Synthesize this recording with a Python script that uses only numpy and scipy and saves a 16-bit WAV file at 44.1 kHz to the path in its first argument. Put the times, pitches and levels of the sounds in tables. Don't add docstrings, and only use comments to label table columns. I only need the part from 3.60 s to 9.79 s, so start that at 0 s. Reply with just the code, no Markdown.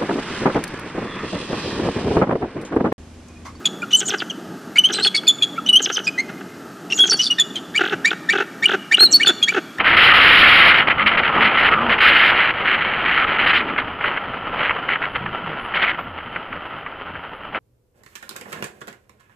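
import sys
import numpy as np
from scipy import signal
from scipy.fft import rfft, irfft, next_fast_len
from scipy.io import wavfile

SR = 44100
rng = np.random.default_rng(int(sys.argv[2]) if len(sys.argv) > 2 else 0)


def write(x):
    x = np.atleast_2d(x).T
    wavfile.write(sys.argv[1], SR, np.round(np.clip(x, -1, 1) * 32767).astype(np.int16))


N = 272979
TIME = np.arange(N) / SR

# (start [s], length [s], middle pitch [Hz], level [dB], closing flick [relative dB])
SQUEALS = [(0.352, 0.062, 7450, -18, -14), (0.451, 0.056, 6950, -19.5, -5),
           (0.581, 0.023, 5000, -29.5, -11.5), (1.317, 0.029, 5950, -23, -11.5),
           (2.215, 0.046, 6550, -18.5, -2.5), (2.317, 0.05, 6300, -22.5, -13),
           (2.439, 0.029, 5900, -32, -26), (3.329, 0.075, 6930, -23.5, -17), (3.467, 0.011, 6500, -21, -28),
           (3.474, 0.026, 6500, -25.5, -22), (3.562, 0.031, 5800, -27.5, -28),
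           (3.614, 0.03, 5350, -17.5, -29), (5.517, 0.016, 6550, -15, -20)]


def from_db(db):
    return 10 ** (np.asarray(db) / 20)


def rms_one(x):
    return x / np.sqrt(np.mean(x ** 2) + 1e-20)


def at_hz(points, hz):
    points = np.array(points)
    return np.interp(np.log(np.maximum(hz, 1)), np.log(points[:, 0]), points[:, 1])


def butter(x, order, edge_hz, kind="low"):
    return signal.sosfilt(signal.butter(order, edge_hz, kind, fs=SR, output="sos"), x)


def noise(spectrum):
    size = next_fast_len(N, real=True)
    gain = from_db(at_hz(spectrum, np.fft.rfftfreq(size, 1 / SR)))
    return rms_one(irfft(rfft(rng.standard_normal(size)) * gain, size)[:N])


def waver(rate_hz):
    return rms_one(butter(rng.standard_normal(N + SR), 2, rate_hz)[SR:])


def resonate(x, hz, width_hz):
    r = np.exp(-np.pi * width_hz / SR)
    feedback = [1, -2 * r * np.cos(2 * np.pi * hz / SR), r * r]
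    return signal.lfilter(np.array([1, 0, -1]) * (1 - r * r) / 2, feedback, x + 1e-18)


def span(start, length):
    i = np.arange(max(round(start * SR), 0), min(round((start + max(length, .003)) * SR), N))
    return i, np.linspace(0, 1, len(i))


def swell(u, peak):
    return np.sin(np.pi / 2 * np.interp(u, [0, np.clip(peak, .1, .92), 1], [0, 1, 0]))


def background(rumble_db=-36.5, swell_db=2.0, hiss_db=-47):
    # (frequency [Hz], relative density [dB])
    rumble_spectrum = [(18, -90), (30, -59), (70, -23), (178, 0), (244, 0.5), (275, 1.5), (413, -3.5),
                       (495, -12.5), (639, -9.5), (778, -13.5), (851, -10), (1000, -21.5), (1100, -35),
                       (1430, -37), (2420, -120)]
    hiss_spectrum = [(590, -47), (1000, -61), (1190, -11), (1400, -13), (1580, -2), (1900, -9), (2150, -15),
                     (2320, -17), (2640, -12), (3550, -16.5), (5490, -17), (6840, -19), (13000, -29.5),
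                     (13600, -52)]
    # (frequency [Hz], resonator bandwidth [Hz], level [dB])
    tone_bands = [(188.6, 24, -51.5), (1275, 354, -45.5), (12980, 220, -63.5)]
    rumble = from_db(rumble_db + swell_db * waver(4.4)) * noise(rumble_spectrum)
    tones = sum(from_db(db) * rms_one(resonate(resonate(rng.standard_normal(N), hz, width), hz, width))
                for hz, width, db in tone_bands)
    return rumble + from_db(hiss_db) * noise(hiss_spectrum) + tones


def chips(ends_ratio=1.045, peak=0.067, scoop_lead_s=0.0099, scoop_s=0.012, scoop_hz=(2540, 2444, 2600)):
    # (start [s], length [s], pitch [Hz], level [dB], 2nd harmonic [relative dB], roughness [0-1])
    calls = [(0.054, 0.028, 3346, -10, -14, 0.29), (1.676, 0.045, 3426, -4, -11.5, 0.1),
             (1.822, 0.032, 3330, -7, -18, 0.18), (3.795, 0.037, 3424, -7, -14, 0.12),
             (3.955, 0.039, 3110, -21.5, -23, 0.39), (5.669, 0.046, 3446, -5, -14, 0.23),
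             (5.826, 0.028, 3270, -6, -13, 0.16)]
    arcs = []
    for start, length, hz, db, second_db, rough in calls:
        ends = hz * ends_ratio
        arcs.append((start - scoop_lead_s, scoop_s, db - 20, scoop_hz, 0.82, second_db, rough))
        arcs.append((start, length, db, (ends, hz, ends), peak, second_db, rough))
    return arcs


def syrinx(arcs, tremor_hz=18, jitter_hz=130, throb_rate_hz=125, buzz_rate_hz=870, flutter_db=6.0):
    # (frequency [Hz], relative density [dB])
    rush_spectrum = [(200, -37), (900, 7.5), (1600, 0), (2200, -19), (3100, 10), (4400, 20), (5100, 7),
                     (6500, 11.5), (9000, 9.5), (11000, -35), (13000, -12), (16000, -26)]
    # (pitch [Hz], relative level [dB])
    third_harmonic = [(1400, -38), (1850, -22), (2300, -22), (3000, -34.5), (3500, -34), (4400, -61),
                      (5800, -60)]
    out, shake, flutter, air = np.zeros(N), waver(420), waver(670), noise(rush_spectrum)
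    tremor = waver(79)
    closing = from_db(flutter_db * tremor)
    for start, length, level_db, pitches, peak, second_db, rough in arcs:
        i, u = span(start, length)
        age, effort = TIME[i] - start, swell(u, peak)
        pitch = np.polyval(np.polyfit([0, .5, 1], pitches, 2), u)
        phase = 2 * np.pi * np.cumsum(pitch + tremor_hz * tremor[i] + jitter_hz * rough * shake[i]) / SR
        third_db = at_hz(third_harmonic, pitches[1])
        overtones = sum(from_db(db) * np.sin(k * phase) * (k * pitch < SR / 2)
                        for k, db in enumerate([second_db, third_db, third_db - 14, third_db - 28], 2))
        tone = np.sin(phase) + np.sqrt(effort) * closing[i] * overtones
        throb = 1 - 0.33 * np.tanh(7 * rough) * np.cos(2 * np.pi * throb_rate_hz * age)
        flapping = np.sin(2 * np.pi * buzz_rate_hz * age + shake[i])
        rasp = 1 + rough * (0.41 * flapping + 0.95 * flutter[i])
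        breath = (from_db(-14) * rough + from_db(-40)) * air[i]
        out[i] += from_db(level_db) * effort * (tone * throb * rasp + breath)
    return out


def surroundings(voice, near_db=-18, near_t60=0.11, woods_db=-24):
    # (frequency [Hz], time to fall 60 dB [s])
    woods_t60 = [(300, 0.43), (1500, 1.5), (2900, 1.06), (3500, 1.33), (4600, 0.76), (7000, 1.1),
                 (14000, 0.71)]
    t = TIME[:SR]
    near = rms_one(rng.standard_normal(SR) * from_db(-60 * t / near_t60) * (t > .005))
    woods, edges = 0, np.geomspace(150, 16000, num=13)
    for low, high in zip(edges, edges[1:]):
        band = butter(rng.standard_normal(SR), 4, [low, high], "band")
        woods = woods + band * from_db(-60 * t / at_hz(woods_t60, np.sqrt(low * high)))
    response = from_db(near_db) * near + from_db(woods_db) * rms_one(woods * (t > .02))
    return signal.fftconvolve(voice, response / np.sqrt(SR))[:N]


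def whistles(arch_per_s2=13, peak_later_per_s=3.2):
    # (start [s], length [s], pitch [Hz], glide [Hz], level [dB], 2nd harmonic [relative dB],
    #  roughness [0-1])
    calls = [(0.219, 0.015, 2410, 87, -22.5, -36, 0), (0.226, 0.025, 1380, -150, -20, -20, 0.13),
             (0.305, 0.036, 3410, 1316, -26.5, -7, 0.6), (0.327, 0.045, 3020, 130, -4, -15, 0.02),
             (0.697, 0.023, 3050, -600, -20.5, -7.5, 0.16), (1.156, 0.03, 2310, 303, -14.5, -17, 0.37),
             (1.182, 0.022, 2994, -5, 1.5, -21, 0.05), (1.236, 0.041, 3094, 335, -5, -19.5, 0.04),
             (1.329, 0.059, 4100, 117, -20.5, -8.5, 0.36), (1.387, 0.04, 3920, 500, -26, -10, 0.33),
             (1.42, 0.064, 4360, 17, -11.5, -19, 0.29), (1.466, 0.024, 3370, -150, -7, -27, 0.16),
             (1.543, 0.028, 2235, 5, -14, -7, 0.22), (1.545, 0.043, 4410, 150, -15, -19, 0.48),
             (1.573, 0.027, 3400, -20, -15, -30, 0.03), (1.667, 0.031, 4410, -82, -19, -29, 0.15),
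             (1.958, 0.034, 2340, 281, -34.5, -30, 0.4), (1.978, 0.024, 1326, -150, -16, -21, 0),
             (2.06, 0.03, 3070, 347, -18, -12.5, 0.14), (2.085, 0.016, 3810, 202, -15.5, -27, 0),
             (2.088, 0.024, 2937, 28, -3.5, -39, 0.05), (2.127, 0.035, 2930, 20, -4, -28, 0),
             (2.152, 0.033, 3090, 396, -1, -20, 0.03), (2.369, 0.01, 3047, 100, -11, -16, 0.07),
             (2.468, 0.032, 2475, 27, -12, -11.5, 0.18), (2.577, 0.042, 2096, 180, -12.5, -17.5, 0.09),
             (3.299, 0.0262, 2980, 670, -23.5, -7, 0.39), (3.321, 0.019, 2783, -120, -11, -6.5, 0.21),
             (3.385, 0.068, 3361, -17, -3.5, -26, 0.01), (3.429, 0.045, 3276, 76, -15.5, -14, 0.13),
             (3.497, 0.0076, 5800, -750, -7.5, -38, 0.07), (3.506, 0.02, 5430, -80, -9, -51, 0.33),
             (3.499, 0.067, 4580, 16, -11.5, -17, 0.07), (3.59, 0.039, 2973, 107, -10, -8, 0.16),
             (3.623, 0.077, 4620, 24, -21, -25, 0.7), (3.665, 0.014, 3510, -180, -12.5, -28, 0.06),
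             (3.7, 0.037, 2888, -62, -10, -19, 0.08), (3.782, 0.026, 1840, 152, -16.5, -7, 0.23),
             (5.387, 0.093, 4320, -10, -1, -24, 0.02), (5.526, 0.0085, 5680, -500, -4, -34, 0),
             (5.533, 0.043, 4444, 116, 0, -26.5, 0.1), (5.662, 0.013, 4380, -70, -12, -23, 0.1)]
    arcs = []
    for start, length, hz, glide_hz, db, second_db, rough in calls:
        ends = hz * (1 - arch_per_s2 * length ** 2)
        pitches = (ends - glide_hz / 2, hz, ends + glide_hz / 2)
        peak = 0.18 + peak_later_per_s * length
        arcs.append((start, length, db, pitches, peak, second_db, rough))
    return arcs


def squeals(peak=0.76, second_db=-27.5, rough=0.28, wisps=2, wisp_s=0.018, wisp_db=-4.5):
    arcs, colour = [], (peak, second_db, rough)
    for start, length, hz, db, _ in SQUEALS:
        arcs.append((start, length, db, (0.86 * hz, hz, 0.69 * hz), *colour))
        for k in range(wisps):
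            middle = start + length * (k + rng.random()) / wisps
            pitches = hz * np.array([0.88, 1.06, 0.764]) * (1 + 0.079 * rng.standard_normal())
            arcs.append((middle - wisp_s / 2, wisp_s, db + wisp_db, pitches, *colour))
    return arcs


def pulse_register(body_growth_db_per_s=332, mutters=5, mutter_s=0.007, spread_db=3.5):
    # (start [s], length [s], throat [relative dB], leading flick [relative dB])
    clear_creaks = [(0.537, 0.011, -21.5, -16), (0.619, 0.0067, -25, -11), (1.295, 0.016, -29.5, -13),
                    (1.385, 0.0068, -23.5, -13), (1.455, 0.0135, -28, 1.5), (1.634, 0.0035, -35.5, -37),
                    (2.3, 0.0035, -22, -13.5), (2.378, 0.0037, -25.5, -24), (2.69, 0.015, -37, -40),
                    (2.809, 0.0078, -37.5, -39), (3.438, 0.0038, -27, -31), (3.518, 0.0095, -28.5, -24),
                    (4.191, 0.0076, -24.5, -23), (4.207, 0.014, -18, -16), (4.235, 0.012, -23.5, -13),
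                    (4.259, 0.0082, -24.5, -11), (4.283, 0.004, -28, -10.5), (4.304, 0.015, -33.5, -11.5),
                    (4.321, 0.024, -23.5, -24), (4.514, 0.0029, -20, -6.5), (4.53, 0.0048, -25, -26),
                    (4.733, 0.01, -21, -9), (4.75, 0.018, -23, -26), (4.783, 0.0063, -21, -11.5),
                    (4.8, 0.015, -21.5, -15), (4.818, 0.012, -27.5, -31), (5.066, 0.014, -34.5, -37),
                    (5.091, 0.0094, -22, -8), (5.115, 0.0063, -21, -9), (5.132, 0.023, -21.5, -11),
                    (5.379, 0.0077, -24, -5), (5.405, 0.004, -20.5, -7), (5.419, 0.023, -23.5, -29),
                    (5.647, 0.0035, -25.5, -22), (5.668, 0.0071, -21, -5), (5.685, 0.027, -24, -28),
                    (5.921, 0.008, -29.5, -23), (5.945, 0.0078, -22.5, -14), (5.96, 0.032, -23.5, -30)]
    # (start [s], end [s])
    bursts = [(0.39, 0.57), (1.29, 1.425), (2.2, 2.41), (3.36, 3.54)]
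    rows = [(start, length, db, db - 7 + body_growth_db_per_s * length, flick_db)
            for start, length, db, flick_db in clear_creaks]
    for start, end in bursts:
        for k in range(mutters):
            time = start + (end - start) * (k + rng.random()) / mutters
            db = spread_db * rng.standard_normal()
            rows.append((time, mutter_s, db - 34, db - 32.5, db - 12.5))
    return rows


def flicks(pulsing, length=0.0093, top_hz=4000, bottom_hz=2500, lead_s=0.0055, trim_db=-8.5, grit=0.51):
    after_squeals = [(start + duration, db) for start, duration, *_, db in SQUEALS]
    before_creaks = [(start - lead_s, db) for start, *_, db in pulsing]
    out, flutter = np.zeros(N), waver(1000)
    for centre, db in after_squeals + before_creaks:
        i, u = span(centre - length / 2, length)
        pitch = (top_hz + (bottom_hz - top_hz) * u) * (1 + 0.021 * rng.standard_normal())
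        envelope = from_db(db + trim_db) * swell(u, 0.54) ** 2 * (1 + grit * flutter[i])
        out[i] += envelope * np.sin(2 * np.pi * np.cumsum(pitch) / SR)
    return butter(out, 6, 4300)


def creaks(pulsing, first_hz=410, sag=.38, jitter=0.098, rasp_db=-15, body_lag_s=0.004, dip_hz=1040):
    # (frequency [Hz], bandwidth [Hz], relative gain [dB])
    formants = [(910, 780, -15.5), (1450, 171, 4.5), (2598, 136, -7.5), (6200, 1600, -12)]
    pulses, body, shake, air = np.zeros(N), np.zeros(N), waver(250), rng.standard_normal(N)
    for start, length, throat_db, body_db, _ in pulsing:
        i, u = span(start - .001, length + body_lag_s)
        pitch = first_hz * (1 - sag * min(length / 0.027, 1) * u ** 2.2) * (1 + jitter * shake[i])
        cycles = np.cumsum(pitch) / SR + .5
        beats = np.diff(np.floor(cycles), prepend=0) * np.sqrt(SR / first_hz)
        pressure = np.sqrt(swell((TIME[i] - TIME[i[0]]) / (length + 0.003), peak=0.43))
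        pulses[i] += from_db(throat_db) * pressure * (beats + from_db(rasp_db) * air[i])
        phase = 2 * np.pi * cycles
        swing = np.cos(phase) + from_db(-12) * np.cos(2 * phase)
        body[i] += 2 * from_db(body_db) * swell(u, peak=0.6) * swing
    throat = from_db(21.0) * sum(from_db(db) * resonate(pulses, hz, width) for hz, width, db in formants)
    hollowed = signal.lfilter(*signal.iirnotch(dip_hz, Q=2.8, fs=SR), body + throat)
    return butter(hollowed, 4, [150, 3900], "band")


def peals(slide_lead_s=0.0066, slide_s=0.0167, slide_db=-32.5, low_s=0.017, climb_delay_s=0.007,
          overlap_s=0.0067, top_s=0.013):
    # (start [s], time from climb to top step [s], low step [dB], climb [dB], top step [dB])
    calls = [(4.144, 0.025, -22.5, -12, -8), (4.445, 0.042, -6, -11, -35), (4.688, 0.029, -6, -12.5, -19),
             (5.023, 0.025, -13.5, -10.5, -1), (5.312, 0.023, -8.5, -9.5, 0.5),
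             (5.598, 0.025, -12.5, -11.5, -7), (5.874, 0.025, -16.5, -10.5, -29),
             (6.183, 0.025, -22, -20, -34)]
    # ((start, middle, end pitch [Hz]), place of the peak [0-1],
    #  2nd harmonic [relative dB], roughness [0-1])
    slide = ((1490, 1650, 1900), 0.71, -14.5, 0.24)
    low_step = ((1810, 1830, 1990), 0.5, -12.5, 0.11)
    climb = ((2150, 2330, 2445), 0.29, -22, 0.19)
    top_step = ((3110, 2868, 2990), 0.36, -25.5, 0.068)
    arcs = []
    for start, climb_s, low_db, climb_db, top_db in calls:
        arcs += [(start - slide_lead_s, slide_s, slide_db, *slide),
                 (start, low_s, low_db, *low_step),
                 (start + climb_delay_s, climb_s + overlap_s, climb_db, *climb),
                 (start + climb_delay_s + climb_s, top_s, top_db, *top_step)]
    return arcs


def scene(channel_noise_db=-64, treble_hz=13000):
    # (frequency [Hz], relative density [dB])
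    channel_spectrum = [(30, -21), (120, -9.5), (330, 13), (600, 1), (1500, -33), (4000, -16.5),
                        (12000, -39), (15000, -51)]
    pulsing = pulse_register()
    eagle = syrinx(chips() + whistles() + squeals() + peals()) + flicks(pulsing) + creaks(pulsing)
    eagle = butter(eagle, 2, treble_hz)
    sound = eagle + surroundings(eagle) + background()
    return np.array([sound + from_db(channel_noise_db) * noise(channel_spectrum) for _ in range(2)])


def record(dry, asymmetry=.0015, cutoff_hz=15600):
    bent = np.tanh(dry) + asymmetry * dry ** 2
    centred = butter(bent, 2, 25, "high")
    return signal.sosfilt(signal.ellip(10, .1, 90, cutoff_hz, fs=SR, output="sos"), centred)


dry = scene()
out = record(dry)
write(out)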